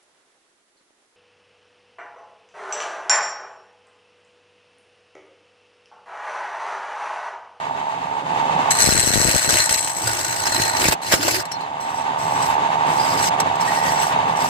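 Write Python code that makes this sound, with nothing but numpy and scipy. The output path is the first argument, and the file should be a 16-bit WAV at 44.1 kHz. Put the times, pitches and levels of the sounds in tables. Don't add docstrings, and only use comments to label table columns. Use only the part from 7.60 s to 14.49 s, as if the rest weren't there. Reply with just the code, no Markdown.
import sys
import numpy as np
from scipy import signal
from scipy.fft import rfft, irfft, next_fast_len
from scipy.io import wavfile
from scipy.ndimage import uniform_filter1d, map_coordinates

SR = 44100
rng = np.random.default_rng(int(sys.argv[2]) if len(sys.argv) > 2 else 0)


def materialize(psi):
    bounded = np.clip(np.atleast_2d(psi).T, -1, 1)
    quanta = np.round(bounded * 32767).astype(np.int16)
    wavfile.write(sys.argv[1], SR, quanta)


N = 303832

# (time [s], scrape drive [dB], edge ring drive above the scrape drive [dB])
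STROKES = [
    [(1.105, -28.5, 15.5), (1.12, -30.5, 11.5), (1.15, -40, 10.5), (1.2, -25, 10), (1.3, -25, 4),
     (1.47, -27, 7.5), (1.77, -25.5, 3), (1.88, -29, 5), (1.94, -20.5, 0), (2.06, -31, 9.5),
     (2.09, -36.5, 5), (2.12, -25.5, 7), (2.3, -42, 11.5), (2.46, -31, 2), (2.48, -30.5, 2), (2.8, -33, 3),
     (3.01, -27, -2.5), (3.18, -37, 5.5), (3.22, -22.5, -4), (3.34, -27.5, -29), (3.35, -53, -8)],
    [(3.415, -49, 2), (3.421, -39, -2), (3.509, -27.5, -14), (3.527, -19, -22), (3.593, -34, -12),
     (3.629, -26.5, -22), (3.799, -27, -15), (3.83, -41.5, -5)],
    [(4.2, -50, 5), (4.208, -43, 5), (4.26, -52, 6), (4.38, -45, 3), (4.446, -53, 9), (4.46, -70, 4)],
    [(4.57, -60, 0), (4.586, -43, 3.5), (4.79, -43.5, 6), (4.83, -39.5, 8), (4.882, -34, -7),
     (4.95, -47, -2)],
    [(5.26, -61, 0), (5.268, -43.5, 3), (5.45, -35.5, -2), (5.584, -34.5, 0), (5.642, -26, 3),
     (5.678, -28, -10), (5.69, -31, 3)],
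    [(6.0, -47, 0), (6.01, -31, 4), (6.046, -44, -8), (6.056, -36.5, 2), (6.25, -35.5, -2),
     (6.288, -31.5, -4), (6.394, -40.5, 8), (6.424, -29.5, 2), (6.53, -42, -7)],
    [(6.68, -45, 1), (6.75, -57, -5), (6.76, -42.5, 7), (6.842, -32.5, -5), (6.89, -38, 5)],
]


def amp(db):
    return 10 ** (np.asarray(db) / 20)


def unit(x):
    return x / np.sqrt(np.mean(x ** 2) + 1e-20)


def along(points, hz):
    f, values = np.transpose(points)
    return np.interp(np.log(hz + 1), np.log(f + 1), values)


def curves(rows, outside=None):
    s, *columns = np.transpose(rows)
    t = np.arange(N) / SR
    return [np.interp(t, s, column, outside, outside) for column in columns]


def wobble(rate):
    knots = rng.standard_normal(int(N * rate / SR) + 4)
    return map_coordinates(knots, [np.arange(N) * rate / SR])


def filtered(x, response):
    m = next_fast_len(N + SR // 2)
    return irfft(rfft(x, m) * response(np.fft.rfftfreq(m, 1 / SR)), m)[..., :N]


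def modes(table, sign=-1):
    def response(f):
        total = 0
        for k, (centre, width, db) in enumerate(table):
            damping = 1j * f * width
            total = total + sign ** k * amp(db) * damping / (centre ** 2 - f ** 2 + damping)
        return total
    return response


def shade(spectrum):
    return lambda f: amp(along(spectrum, f))


def noise(alike):
    turn = np.arccos(np.clip(alike, 0, 1)) / 2
    common = np.cos(turn) * rng.standard_normal(N)
    apart = np.sin(turn) * rng.standard_normal(N)
    return np.array([common + apart, common - apart])


def patchy(x, patchy_db):
    z = signal.stft(x, nperseg=256)[2]
    field = rng.standard_normal(z.shape[1:])
    field = uniform_filter1d(field, size=4, axis=0)
    field = uniform_filter1d(field, size=7, axis=1)
    return signal.istft(z * amp(patchy_db * unit(field)), nperseg=256)[1][:, :N]


def beat(rate_hz, jitter, scatter_db):
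    k = np.arange(int(N / SR * rate_hz))
    turns = k + np.cumsum(jitter * rng.standard_normal(len(k)))
    sizes = amp(scatter_db * rng.standard_normal(len(k)))
    at = np.clip(turns / rate_hz * SR, 0, N - 1).astype(int)
    return np.bincount(at, sizes, N)


def lathe():
    # (time [s], level [dB])
    drone_levels = [(0.0, -27.5), (0.68, -27.5), (0.7, -24), (0.9, -21), (1.09, -20.5), (1.19, -25),
                    (1.32, -32.5), (2.01, -34), (2.24, -30.5), (2.66, -31.5), (3.22, -24.5), (3.28, -31.5),
                    (3.84, -31.5), (4.22, -28.5), (4.62, -24), (4.85, -21.5), (5.3, -20.5), (6.3, -21.5),
                    (6.89, -21)]
    # (frequency [Hz], width [Hz], gain [dB])
    housing_modes = [(672.5, 17, -4), (729, 56, -12.5), (822, 97, -4), (887, 41, -1.5), (913, 24, 2.5),
                     (1120, 55, -13.5)]
    # (frequency [Hz], width [Hz], gain [dB])
    housing_band = [(858, 770, 0)]
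    # (frequency [Hz], relative density [dB])
    whirr_colour = [(260, -66), (450, -24), (477, -27), (538, -39), (614, -14.5), (652, -10), (903, -1.5),
                    (1270, -13), (1810, -14.5), (1920, -15.5), (3970, -24), (5420, -35), (6470, -31.5),
                    (15500, -58)]
    # (frequency [Hz], relative density [dB])
    rumble_colour = [(15, -57.5), (25, -25.5), (167, 1.5), (220, -9), (263, -1.5), (324, -8), (359, -9),
                     (441, -4), (477, -10.5), (550, -2), (720, -42), (1210, -120)]
    level_db, = curves(drone_levels)

    knocks = beat(rate_hz=74, jitter=.04, scatter_db=1.6)
    puffs = filtered(knocks, lambda f: 1 / (1 + 1j * f / 45))
    rattle = (.3 + unit(puffs)) * noise(alike=.95)
    drive = .85 * unit(knocks - knocks.mean()) + .36 * unit(rattle)

    def ring(f):
        together = modes(housing_modes, sign=1)(f)
        return together * modes(housing_band)(f) ** 2

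    housing = unit(filtered(drive, ring))
    whirr = unit(filtered(amp(1.64 * wobble(30)) * noise(0.23), shade(whirr_colour)))
    rumble = unit(filtered(amp(2.0 * wobble(17)) * noise(0.99), shade(rumble_colour)))
    return amp(level_db) * (housing + amp(-3) * whirr + amp(-12) * rumble)


def pressure():
    # (time [s], mean spindle rate [Hz], swell once a turn [dB], swell twice a turn [dB])
    chatter = [(0, 57.5, 1.5, 6), (1.75, 57.5, 1.5, 5.5), (2.1, 56.7, 3.5, 2.5), (3.2, 56.7, 4, 2),
               (3.5, 56.7, 1.5, 1.5), (6.89, 56.7, 1.5, 1.5)]
    spindle_hz, once_db, twice_db = curves(chatter)
    uneven_hz = spindle_hz * (1 + .13 * wobble(30))
    phase = 2 * np.pi * np.cumsum(uneven_hz) / SR
    turn_db = once_db * np.cos(phase) + twice_db * np.cos(2 * phase)
    swell = amp(turn_db + 2.04 * wobble(60))
    return swell / np.sqrt(np.abs(uniform_filter1d(swell ** 2, size=6000)))


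def catches():
    # (time [s], drive [dB])
    clear_catches = [(1.106, -7), (1.1506, -10), (1.3663, -12), (1.5389, -5), (1.817, -12), (1.856, -14),
                     (1.891, 0), (2.092, 0.5), (2.273, -7), (2.295, -7.5), (2.4718, -4), (2.598, -24),
                     (2.6446, -12), (2.8668, -5.5), (3.0524, -8), (3.1682, -4), (3.2081, -15), (3.2839, 3),
                     (3.3211, -1.5), (3.5209, 0.5), (3.538, 1), (3.629, -4.5), (3.68, 0.5), (3.7105, -4),
                     (3.8526, -12.5), (3.9164, -9), (4.0078, -23), (4.8239, -13), (5.8008, 1),
                     (5.9544, -17), (6.421, -14)]
    snag_count, snag_db, snag_scatter_db = 24, 13, 11
    t60_s, rise_s = 0.047, .0004
    s, level_db, _ = np.transpose(STROKES[0])
    when = rng.uniform(s[0], s[-1], snag_count)
    spread_db = rng.uniform(-snag_scatter_db, snag_scatter_db, snag_count)
    snags = np.c_[when, np.interp(when, s, level_db) + snag_db + spread_db]

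    t = np.arange(SR // 5) / SR
    jolts = np.zeros(N + SR)
    for start, db in np.r_[clear_catches, snags]:
        jolt = amp(db - 60 * t / t60_s) * (1 - np.exp(-t / rise_s))
        jolts[round(start * SR):][:len(t)] += jolt
    return jolts[:N]


def chisel():
    # (time [s], shank drive above the edge drive [dB], shudder above the scrape [dB]),
    # both before the fixed gains below
    grip = [(1.1, -1.5, -9), (1.5, -2.5, -5), (1.95, 1.5, -3.5), (2.3, -6.5, -4), (2.6, -3, -0.5),
            (3.0, 7, 1), (3.3, 3, 1.5), (3.6, 12, -2.5), (4.3, -3.5, 3), (4.8, -4, 9), (5.5, -2, 3),
            (6.2, -3, -3), (6.8, -10, 1.5)]
    # (frequency [Hz], relative density [dB])
    fibre_colour = [(180, -12), (300, -5.5), (432, -11.5), (633, 2.5), (825, -11), (896, -3), (1150, -8),
                    (1470, 1.5), (3670, -9.5), (5030, -4.5), (15800, -19.5)]
    # (frequency [Hz], relative density [dB])
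    flex_colour = [(25, -1), (60, 1.5), (115, 13.5), (200, -18), (350, 6), (600, -20)]
    # (frequency [Hz], width [Hz], gain [dB])
    edge_modes = [(6040, 450, -7.5), (6770, 200, -11), (7970, 250, -1), (8365, 360, -3.5),
                  (8500, 360, -7.5), (10300, 190, -13.5), (11400, 150, -17), (12500, 180, -23)]
    # (frequency [Hz], width [Hz], gain [dB])
    skew_modes = [(5800, 120, -0.5), (7870, 200, -4), (8480, 140, -7), (10700, 100, -51)]
    # (frequency [Hz], width [Hz], gain [dB])
    shank_modes = [(1553, 36, -8.5), (1876, 120, -5), (2930, 87, -22), (4000, 74, -4.5), (4190, 49, 1.5),
                   (5220, 15, -15), (5800, 130, -20)]
    skew_s = 4.1
    steel_share = 0.49

    scrape, high = np.zeros((2, N))
    for stroke in STROKES:
        level_db, ring_db = curves(stroke, outside=-200)
        scrape += amp(level_db)
        high += amp(level_db + ring_db)
    shank_db, shudder_db = curves(grip)
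    low = high * amp(shank_db)
    shudder = scrape * amp(shudder_db)

    bite = pressure()
    jolts = catches()
    rip = (1 - steel_share) * jolts
    clang = steel_share * jolts

    fibres = unit(filtered(patchy(noise(0.27), patchy_db=3.0), shade(fibre_colour)))
    tear = (amp(4.0) * scrape * bite ** 0.7 + amp(-10.0) * rip) * fibres

    strike = (amp(15.5) * high * bite + amp(1.5) * clang) * patchy(noise(0.81), patchy_db=1.0)
    with_skew = np.arange(N) > skew_s * SR
    edge = filtered(strike * ~with_skew, modes(edge_modes))
    edge = edge + filtered(strike * with_skew, modes(skew_modes))

    shake = (amp(17) * low * bite + amp(3.5) * clang) * patchy(noise(0.41), patchy_db=1.5)
    shank = filtered(shake, modes(shank_modes))
    flex = unit(filtered(amp(2.4 * wobble(12)) * noise(0.86), shade(flex_colour)))
    return tear + edge + shank + amp(-5) * shudder * flex


def shavings():
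    # (time [s], level before the common gain [dB])
    thuds = [(1.227, -20), (1.241, -17), (1.288, -9), (1.323, -12), (1.348, -15.5), (1.368, -16),
             (1.386, -15), (1.433, -21), (1.473, -12.5), (1.504, -15.5), (1.538, -14.5), (1.557, -12),
             (1.567, -15), (1.576, -12), (1.601, -13), (1.615, -15), (1.651, -12), (1.669, -19),
             (1.685, -13), (1.743, -14.5), (1.757, -13.5), (1.876, -19), (1.929, -22), (2.109, -24),
             (2.158, -30), (2.248, -34), (2.998, -20), (3.21, -26), (3.253, -18.5), (3.285, -11.5),
             (3.536, -13.5)]
    # (time [s], left minus right level [dB])
    spray = [(1.7, 32), (2.2, 3), (3.0, -4)]
    crumb_count = 30
    push_s, push_scatter = .001, .3

    crumb_s = rng.uniform(1.2, 2.0, crumb_count)
    crumb_db = rng.normal(-25, 3.5, crumb_count)
    hits = np.r_[thuds, np.c_[crumb_s, crumb_db]]
    t = np.arange(SR // 12) / SR
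    out = np.zeros((2, N + SR))
    for s, db in hits:
        rise_s = push_s * np.exp(push_scatter * rng.standard_normal())
        u = np.maximum(t - .0011, 0) / rise_s
        dip = np.exp(-(t - .0009) ** 2 / 0.00035 ** 2)
        swing_back = (u / 5) * np.exp(1 - u / 5)
        pulse = u * np.exp(1 - u) - 0.34 * swing_back - 0.71 * dip
        side_db = np.interp(s, *np.transpose(spray))
        port_db = np.array([[min(side_db, 0)], [-max(side_db, 0)]])
        start = round(s * SR)
        out[:, start:start + len(t)] += amp(db + 6.5 + port_db) * pulse
    return out[:, :N]


def squeaks():
    # (start [s], end [s], frequency [Hz], width [Hz], level [dB])
    touches = [(2.45, 3.2, 1470, 40, -37), (3.55, 3.683, 306, 30, -28), (3.642, 3.81, 347, 35, -30),
               (3.913, 3.966, 5580, 50, -29.5), (3.918, 3.982, 4210, 50, -31.5),
               (4.002, 4.065, 4170, 50, -35), (5.378, 5.646, 4900, 45, -38.5),
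               (6.068, 6.356, 1895, 70, -28), (6.233, 6.494, 3270, 200, -39)]
    out = np.zeros((2, N))
    for start, end, hz, width, db in touches:
        gate, = curves([(start, 0), (start + 0.0071, 1), (end - .03, .6), (end, 0)])
        tone = filtered(noise(0.32), modes([(hz, width, 0)]))
        out += amp(db) * gate * unit(amp(3.0 * wobble(40)) * tone)
    return out


def nearby(x):
    # (left delay [s], left level [dB], right delay [s], right level [dB])
    echoes = [(.0011, -10, .0004, -11), (.0019, -12, .0027, -11), (.0043, -15, .0035, -14)]

    def bounce(f, s, db):
        treble = 1j * f / (1500 + 1j * f)
        return amp(db) * np.exp(-2j * np.pi * f * s) * treble

    def paths(f):
        return 1 + sum(np.array([bounce(f, left_s, left_db), bounce(f, right_s, right_db)])
                       for left_s, left_db, right_s, right_db in echoes)

    return filtered(x, paths)


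def ports(x):
    # (frequency [Hz], left minus right level [dB])
    port_colour = [(60, 9), (110, -4.5), (200, -2.5), (380, 0.5), (700, -3.0), (1290, -4), (2380, 1),
                   (4400, -2.5), (8120, 9.5), (11500, -5), (15000, -6.5)]
    lag_s = 0.0002583

    def response(f):
        half_db = along(port_colour, f) / 2
        late = np.exp(-2j * np.pi * f * lag_s)
        return np.array([amp(half_db), amp(-half_db) * late])

    return filtered(x, response)


def scene():
    through_air = lathe() + chisel() + squeaks()
    return ports(nearby(through_air)) + shavings()


def record(dry):
    top_hz = 16279
    bass_cut = filtered(dry, lambda f: (1j * f / (60 + 1j * f)) ** 2)
    soft = bass_cut / (1 + np.abs(bass_cut / 1.02) ** 8) ** (1 / 8)
    return filtered(soft, lambda f: (f < top_hz) / (1 + (f / 15420) ** 130))


dry = scene()
out = record(dry)
materialize(out)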